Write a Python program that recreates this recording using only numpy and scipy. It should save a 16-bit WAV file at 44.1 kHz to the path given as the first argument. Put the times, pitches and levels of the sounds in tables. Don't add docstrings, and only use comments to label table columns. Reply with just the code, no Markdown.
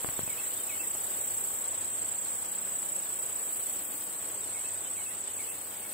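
import sys
import numpy as np
from scipy import signal
from scipy.fft import rfft, irfft, next_fast_len
from scipy.io import wavfile
from scipy.ndimage import uniform_filter1d

SR = 44100
rng = np.random.default_rng(int(sys.argv[2]) if len(sys.argv) > 2 else 0)


def rack_gain(trim_db):
    fader = np.asarray(trim_db, float)
    return 10 ** (fader / 20)


def pcm_store(signal):
    levels = np.round(np.clip(np.atleast_2d(signal), -1, 1) * 32767)
    wavfile.write(sys.argv[1], SR, levels.astype(np.int16).T)


N = 261890
T, SIZE = np.arange(N) / SR, next_fast_len(N, True)
HZ = np.maximum(np.fft.rfftfreq(SIZE, 1 / SR), 1)

# t/s, peak level/dB, left minus right/dB, level the next rasp reaches/dB
FLICKS = [(-.3, -39, 0, -49), (0.1886, -37, 1.5, -50), (0.7191, -39, 0.5, -48), (1.1643, -34, 4, -51.5),
          (1.6194, -38, 2, -49.5), (2.0667, -35, -0.5, -50), (2.5112, -35, 0.0, -49),
          (2.9597, -35, 1.5, -50.5), (3.3907, -35, 2.0, -47.5), (3.8294, -36, 4, -49.5),
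          (4.2667, -35, 3, -49.5), (4.7311, -33.5, -5, -48.5), (5.1881, -35, 0.5, -48.5),
          (5.613, -36, 1.5, -50)]


def crickets():
    # start f/Hz, end f/Hz, share of the cycle sounding, left minus right/dB, right-port lag/rad
    low_cricket = (7810, 7000, .62, -1.5, 1.7)
    high_cricket = (8208, 7950, .56, 1.5, -.7)
    late_cricket = (7750, 7350, .62, -.5, 1.6)
    # t/s, level/dB
    low_song = [
        (0, -36.5),
        (.5, -38.5),
        (1.3, -34.5),
        (2.25, -36),
        (3.1, -36),
        (3.78, -36.5),
        (3.86, -68),
    ]
    high_song = [
        (0, -43.5),
        (2, -41),
        (3.3, -43.5),
        (4.5, -40.5),
        (6, -44.5),
    ]
    late_song = [
        (0, -61),
        (3.5, -52.5),
        (4.5, -42),
        (5.3, -43),
        (5.5, -39.5),
        (5.6, -58),
        (6, -65),
    ]
    # strokes/Hz, start f/Hz, end f/Hz, share sounding, left minus right/dB, lag/rad, level/dB
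    far_crickets = [
        (28.67, 7800, 6400, .6, -9, 2.5, -50),
        (30.37, 7900, 7100, .6, 5, 1., -50.5),
        (31.64, 8150, 6400, .55, -4.5, -1.5, -48),
        (33.4, 8050, 6700, .6, 6, 1.5, -49.5),
    ]
    # f/Hz, level/dB per Hz
    wash = [(6000, -43), (6400, -19.5), (6800, -9.5), (7150, -6.5), (7500, -4.5), (7900, -2.5), (8250, -12),
            (8450, -34)]
    # (from t/s, to t/s, rise/Hz)
    singers = [(low_cricket, 29.73, -.02, low_song, (2.3, 3.1, 130)),
               (high_cricket, 32.325, -.57, high_song, (0, 6, 0)),
               (late_cricket, 30.14, 0, late_song, (4.2, 5.3, 150))]
    close = np.zeros((2, N))
    for who, rate, start, song, climb in singers:
        close += cricket(*who, rate * T + start, columns(song)[0], climb=climb)
    hush_s, hush_db = 5.55, -3.5
    fade_db = hush_db * np.clip((T - hush_s) / .1 + .5, 0, 1)
    far = np.zeros((2, N))
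    for rate, *who, db in far_crickets:
        strokes = rate * T + .1 * walk(1.2)
        far += cricket(*who, strokes, db + fade_db + 2.0 * walk(1.61), direct=0.18, t60=.2)
    field = hiss(wash, rng.standard_normal((2, N))) * rack_gain(fade_db - 48.0)
    return close + far + field


def cricket(start_hz, end_hz, share, pan_db, lag_rad, strokes, db, direct=0.84, t60=0.15, climb=(0, 1, 0)):
    beat = strokes + .44 * share + 2
    stroke = beat.astype(int)
    chance = rng.standard_normal((300, 4))
    u = np.clip((beat % 1 + 0.02012 * chance[stroke, 0]) / share, 0, 1)
    top_hz = start_hz + np.interp(T, climb[:2], (0, climb[2]))
    hz = (top_hz + (end_hz - top_hz) * u ** 3.3) * (1 + 0.001004 * chance[stroke, 1])
    level_db = 0.8 * chance[stroke, 2] - 3.5 * u ** 4 + 1.27 * walk(300)
    shape = np.sin(np.pi * u ** 0.83) ** 0.55 * rack_gain(level_db)
    phase = 2 * np.pi * np.cumsum(hz) / SR + np.pi * chance[stroke, 3] - np.array([[0], [lag_rad]])
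    tone = unit(shape * np.sin(phase))
    return place(scatter(tone * rack_gain(db), direct, t60), pan_db)


def katydids():
    return buzz() + rasp() + flicks()


def buzz():
    # t/s, level/dB
    song = [(0, -44.5), (.4, -44), (1.6, -43.5), (1.67, -49), (2.75, -47), (3.36, -46), (3.6, -44),
            (4.03, -43.5), (4.1, -48), (4.35, -47), (4.48, -50.5), (5.16, -49.5), (5.24, -55), (5.38, -48),
            (5.94, -46.5)]
    # f/Hz, level/dB per Hz
    colour = [(5060, -33), (8600, -1.5), (9420, -6.5), (10900, -3), (11800, -3), (13200, -0.5), (15000, 1),
              (16000, -3.5)]
    rate = 73.5 - .3 * T ** 2
    strokes = 1 + 0.13 * np.sin(2 * np.pi * np.cumsum(rate) / SR)
    teeth = scatter(rng.standard_normal(N), 0.045, t60=.12)
    teeth += .9 * rng.standard_normal((2, N))
    teeth += .4 * rng.standard_normal(N) * np.array([[1], [-1]])
    return place(hiss(colour, teeth * strokes) * rack_gain(columns(song)[0] + 5.5), .5)


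def rasp():
    # f/Hz, level/dB per Hz
    colour = [(8000, -29.5), (8600, 0), (9500, 1), (10500, -1), (12000, -8.5), (14000, -19)]
    scrape = rng.standard_normal((2, N)) * rack_gain(0.67 * walk(40))
    return hiss(colour, scrape) * rack_gain(rasp_db() + 3.5)


def rasp_db():
    wait_s, swell_s, stop_s, fall_s, pause_db = 0.055, 0.24, 0.039, 0.043, -8.5
    s, _, _, top_db = np.transpose(FLICKS)
    k = np.searchsorted(s, T, "right") - 1
    swell = np.clip((T - s[k] - wait_s) / swell_s, 0, 1)
    to_next = np.append(s[1:], 9)[k] - T
    stop = np.clip((to_next - stop_s) / fall_s, 0, 1)
    level_db = top_db[k] + pause_db * (1 - np.minimum(np.sqrt(swell), stop))
    return uniform_filter1d(level_db, SR // 100)


def flicks():
    # t/s, peak level/dB, left minus right/dB
    stray_flicks = [
        (4.8354, -41, 1.0),
        (5.035, -41, 1.5),
    ]
    gate = np.zeros((2, N))
    for s, db, pan_db, *_ in FLICKS[1:] + stray_flicks:
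        part = near(s, .1)
        age = np.maximum(T[part] - s, 0)
        gate[:, part] += place(rack_gain(db - 4.0) * np.exp(-age / 0.012) * np.minimum(age / 0.004, 1), pan_db)
    snap = rng.standard_normal(N) + 0.33 * rng.standard_normal((2, N))
    return gate * hiss([(7500, -44), (8800, 7), (11500, 3.5), (14000, -12), (16000, -23)], snap)


def bird():
    # t/s from its falling note, length/s, start f/Hz, end f/Hz, level/dB
    phrase = [
        (-.125, .06, 3650, 3600, -6),
        (-.1, 0.04, 3100, 2950, -3.5),
        (0, .03, 2650, 2200, 2),
        (.012, .065, 2226, 2150, 0),
        (0.058, .03, 2960, 2930, -2),
        (0.102, .06, 2590, 2726, 0.5),
        (0.136, 0.045, 2123, 1787, -3.5),
    ]
    # t/s, level/dB, extra level of steep slides/dB (further off they blur)
    phrases = [
        (.275, -52, 0),
        (0.689, -51.5, 0),
        (4.535, -55, -4),
        (4.955, -54, -2.5),
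        (5.375, -54, -3.5),
        (5.815, -59.5, -6),
    ]
    steep_hz_per_s = 6000
    song, waver = np.zeros(N), 1 + .019 * walk(200)
    for start, phrase_db, slide_db in phrases:
        for after, length, hz0, hz1, note_db in phrase:
            s = start + after
            steep = abs(hz1 - hz0) > steep_hz_per_s * length
            db = note_db + phrase_db + slide_db * steep
            part = near(s, length)
            u = np.clip((T[part] - s) / length, 0, 1)
            pitch = (hz0 + (hz1 - hz0) * u) * waver[part]
            whistle = np.sin(2 * np.pi * np.cumsum(pitch) / SR)
            song[part] += rack_gain(db) * np.sin(np.pi * u ** 0.57) * whistle
    return scatter(song * rack_gain(7.5 + 2.0 * walk(150)), .68, t60=.3)


def motor():
    # order, middle t/s, half length/s, level/dB
    swells = [
        (1, 0.27, .1, -60),
        (1, 1.38, .3, -65),
        (1, 1.98, 0.29, -63),
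        (1, 4.38, 0.37, -67),
        (1, 5.3, 0.5, -65),
        (2, 1.42, 0.47, -69),
        (2, 2.66, 0.44, -62.5),
        (2, 4.27, 0.37, -72),
    ]
    turn = 2 * np.pi * np.cumsum(98.35 * (1 + 0.014 * walk(4))) / SR
    sizes = []
    for k in (1, 2):
        size = rack_gain(-71.5) * np.ones(N)
        for order, s, half, db in swells:
            if order == k:
                size += rack_gain(db) * np.exp(-((T - s) / half) ** 2)
        sizes.append(size)
    sizes.append(rack_gain(-69 + 4.1 * walk(1.15)))
    hum = np.zeros(N)
    for k, size in enumerate(sizes, 1):
        hum += size * rack_gain(0.95 * walk(6.08)) * np.sin(k * turn + k)
    return place(hum, 1.4)


def breeze():
    # t/s, push +1 or pull -1, level/dB, time scale/ms, right port level/dB
    pops = [
        (0.0462, -0.98, -14.5, 0.18, -34),
        (0.089, 1, -18.5, 0.077, -14),
        (0.1926, 0.94, -16.5, 0.27, -15),
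        (0.2355, -0.64, -39, 0.2, -10),
        (0.2777, -0.8, -23, 0.23, -13),
    ]
    puffs = [
        (0.0876, 1, -29, 1.6, -24),
        (.2135, 1, -36, 1.4, -15),
        (0.235, -0.99, -30.5, 1.3, -22),
        (.321, -0.97, -44, 1.5, -14),
    ]
    out, t = np.zeros((2, N)), T[:SR // 2]
    for s, sign, db, ms, right_db in pops:
        u = np.clip((t - s) / (ms / 1000), 0, 60)
        pulse = sign * u ** 1.4 * np.exp(1.5 - 1.48 * u)
        out[:, :len(t)] += pulse * rack_gain(np.array([[db + 1.0], [db + right_db]]))
    for s, sign, db, ms, right_db in puffs:
        u = (t - s) / (ms / 1000)
        pulse = sign * (1 - u ** 2 / 2) * np.exp(-u ** 2 / 4)
        out[:, :len(t)] += pulse * rack_gain(np.array([[db], [db + right_db]]))
    vent = signal.butter(1, 110, "high", fs=SR, output="sos")
    return signal.sosfilt(vent, out)


def rumble():
    top_hz = 55
    band = signal.butter(3, [top_hz / 3, top_hz], "band", fs=SR, output="sos")
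    low = signal.sosfilt(band, rng.standard_normal((2, N)))
    return place(unit(low) * rack_gain(-70 - 3.5 * T + 3.4 * walk(2.6)), 8)


def air():
    # f/Hz, level/dB per Hz
    colour = [(12, -60), (40, -22), (87, -6.5), (162, -8), (300, -2.5), (560, -0.5), (875, -4),
              (1300, -6.5), (2500, -9), (3290, -7), (3900, -10), (5200, -12), (6300, -12), (8190, -39)]
    # f/Hz, left-right correlation
    likeness = [(60, 0.82), (130, 0.74), (300, 0.41), (1400, 0.48), (3100, 0.33), (5000, 0.), (6300, -0.28),
                (7500, 0.63)]
    leaves = rack_gain(1.0 * rng.exponential(size=N) + 0.64 * walk(60))
    mid, side = rfft(rng.standard_normal((2, N)) * leaves, SIZE)
    like = np.clip(over_hz(likeness, HZ), -.95, .95)
    pair = np.sqrt(1 + like) * mid + np.sqrt(1 - like) * side * np.array([[1], [-1]])
    pair = pair * rack_gain(over_hz(colour, HZ))
    rush = np.zeros((2, N))
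    for octave in range(4, 15):
        share = np.clip(1 - np.abs(np.log2(HZ) - octave), 0, 1)
        rush += irfft(pair * share, SIZE)[:, :N] * rack_gain(0.48 * walk(6))
    return unit(rush) * rack_gain(-46 - 0.36 * T + 1 * np.exp(-T / 0.34))


def scatter(x, direct, t60):
    t = T[:int(t60 * SR)]
    tail = rng.standard_normal((2, len(t))) * rack_gain(-60 * t / t60)
    tail *= np.sqrt(1 - direct) / np.linalg.norm(tail, axis=1, keepdims=True)
    tail[:, 0] = np.sqrt(direct)
    return signal.oaconvolve(x * np.ones((2, 1)), tail, axes=1)[:, :N]


def place(x, pan_db):
    return x * rack_gain(np.array([[.5], [-.5]]) * pan_db)


def hiss(colour, excite):
    return unit(irfft(rfft(excite, SIZE) * rack_gain(over_hz(colour, HZ)), SIZE)[..., :N])


def walk(rate):
    k = int(SR / rate)
    held = np.repeat(rng.standard_normal(N // k + 1), k)
    return 1.3 * uniform_filter1d(uniform_filter1d(held, k), k)[:N]


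def unit(x):
    return x / np.sqrt(np.mean(x ** 2))


def columns(table):
    s, *rest = np.transpose(table)
    return [np.interp(T, s, c) for c in rest]


def over_hz(table, hz):
    f, value = np.transpose(table)
    return np.interp(np.log(hz), np.log(f), value)


def near(s, length):
    return slice(max(int(s * SR), 0), int((s + length) * SR))


def starve(x, lo_bin, bands, width):
    # f/Hz, rounding step over band rms/dB
    coarseness = [(2000, -2), (3000, 5.5), (4000, 9.5), (6500, 12), (7000, 6)]
    n, k = np.arange(2048), lo_bin + np.arange(bands * width)
    window = np.sin(np.pi * (n + .5) / 2048)
    basis = window * np.cos(np.pi / 1024 * (n + 512.5) * (k[:, None] + .5))
    where = 373 + 1024 * np.arange(N // 1024 - 2)[:, None] + n
    lines = (x[:, where] @ basis.T).reshape(2, len(where), bands, width)
    usual = uniform_filter1d(np.sqrt((lines ** 2).mean((0, 3))), 9, axis=0)
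    coarse_db = over_hz(coarseness, (k[::width] + width / 2) * SR / 2048)
    coarse_db = coarse_db + 5.5 * uniform_filter1d(rng.standard_normal(usual.shape), 2, axis=0)
    step = (usual * rack_gain(coarse_db))[..., None]
    lost = lines - np.sign(lines) * np.floor(np.abs(lines) / step + .4) * step
    blocks = lost.reshape(2, len(where), -1) @ basis / 512
    out = x.copy()
    for half in (slice(0, 1024), slice(1024, 2048)):
        out[:, where[:, half]] -= blocks[..., half]
    return out


def scene():
    return crickets() + katydids() + bird() + motor() + breeze() + rumble() + air()


def band_limit(x):
    return signal.sosfilt(signal.butter(12, 16940, fs=SR, output="sos"), x)


def record(dry):
    top = signal.ellip(12, .2, 70, 15720, fs=SR, output="sos")
    thin = starve(signal.sosfilt(top, dry), 96, bands=19, width=12)
    return band_limit(thin)


dry = scene()
out = record(dry)
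pcm_store(out)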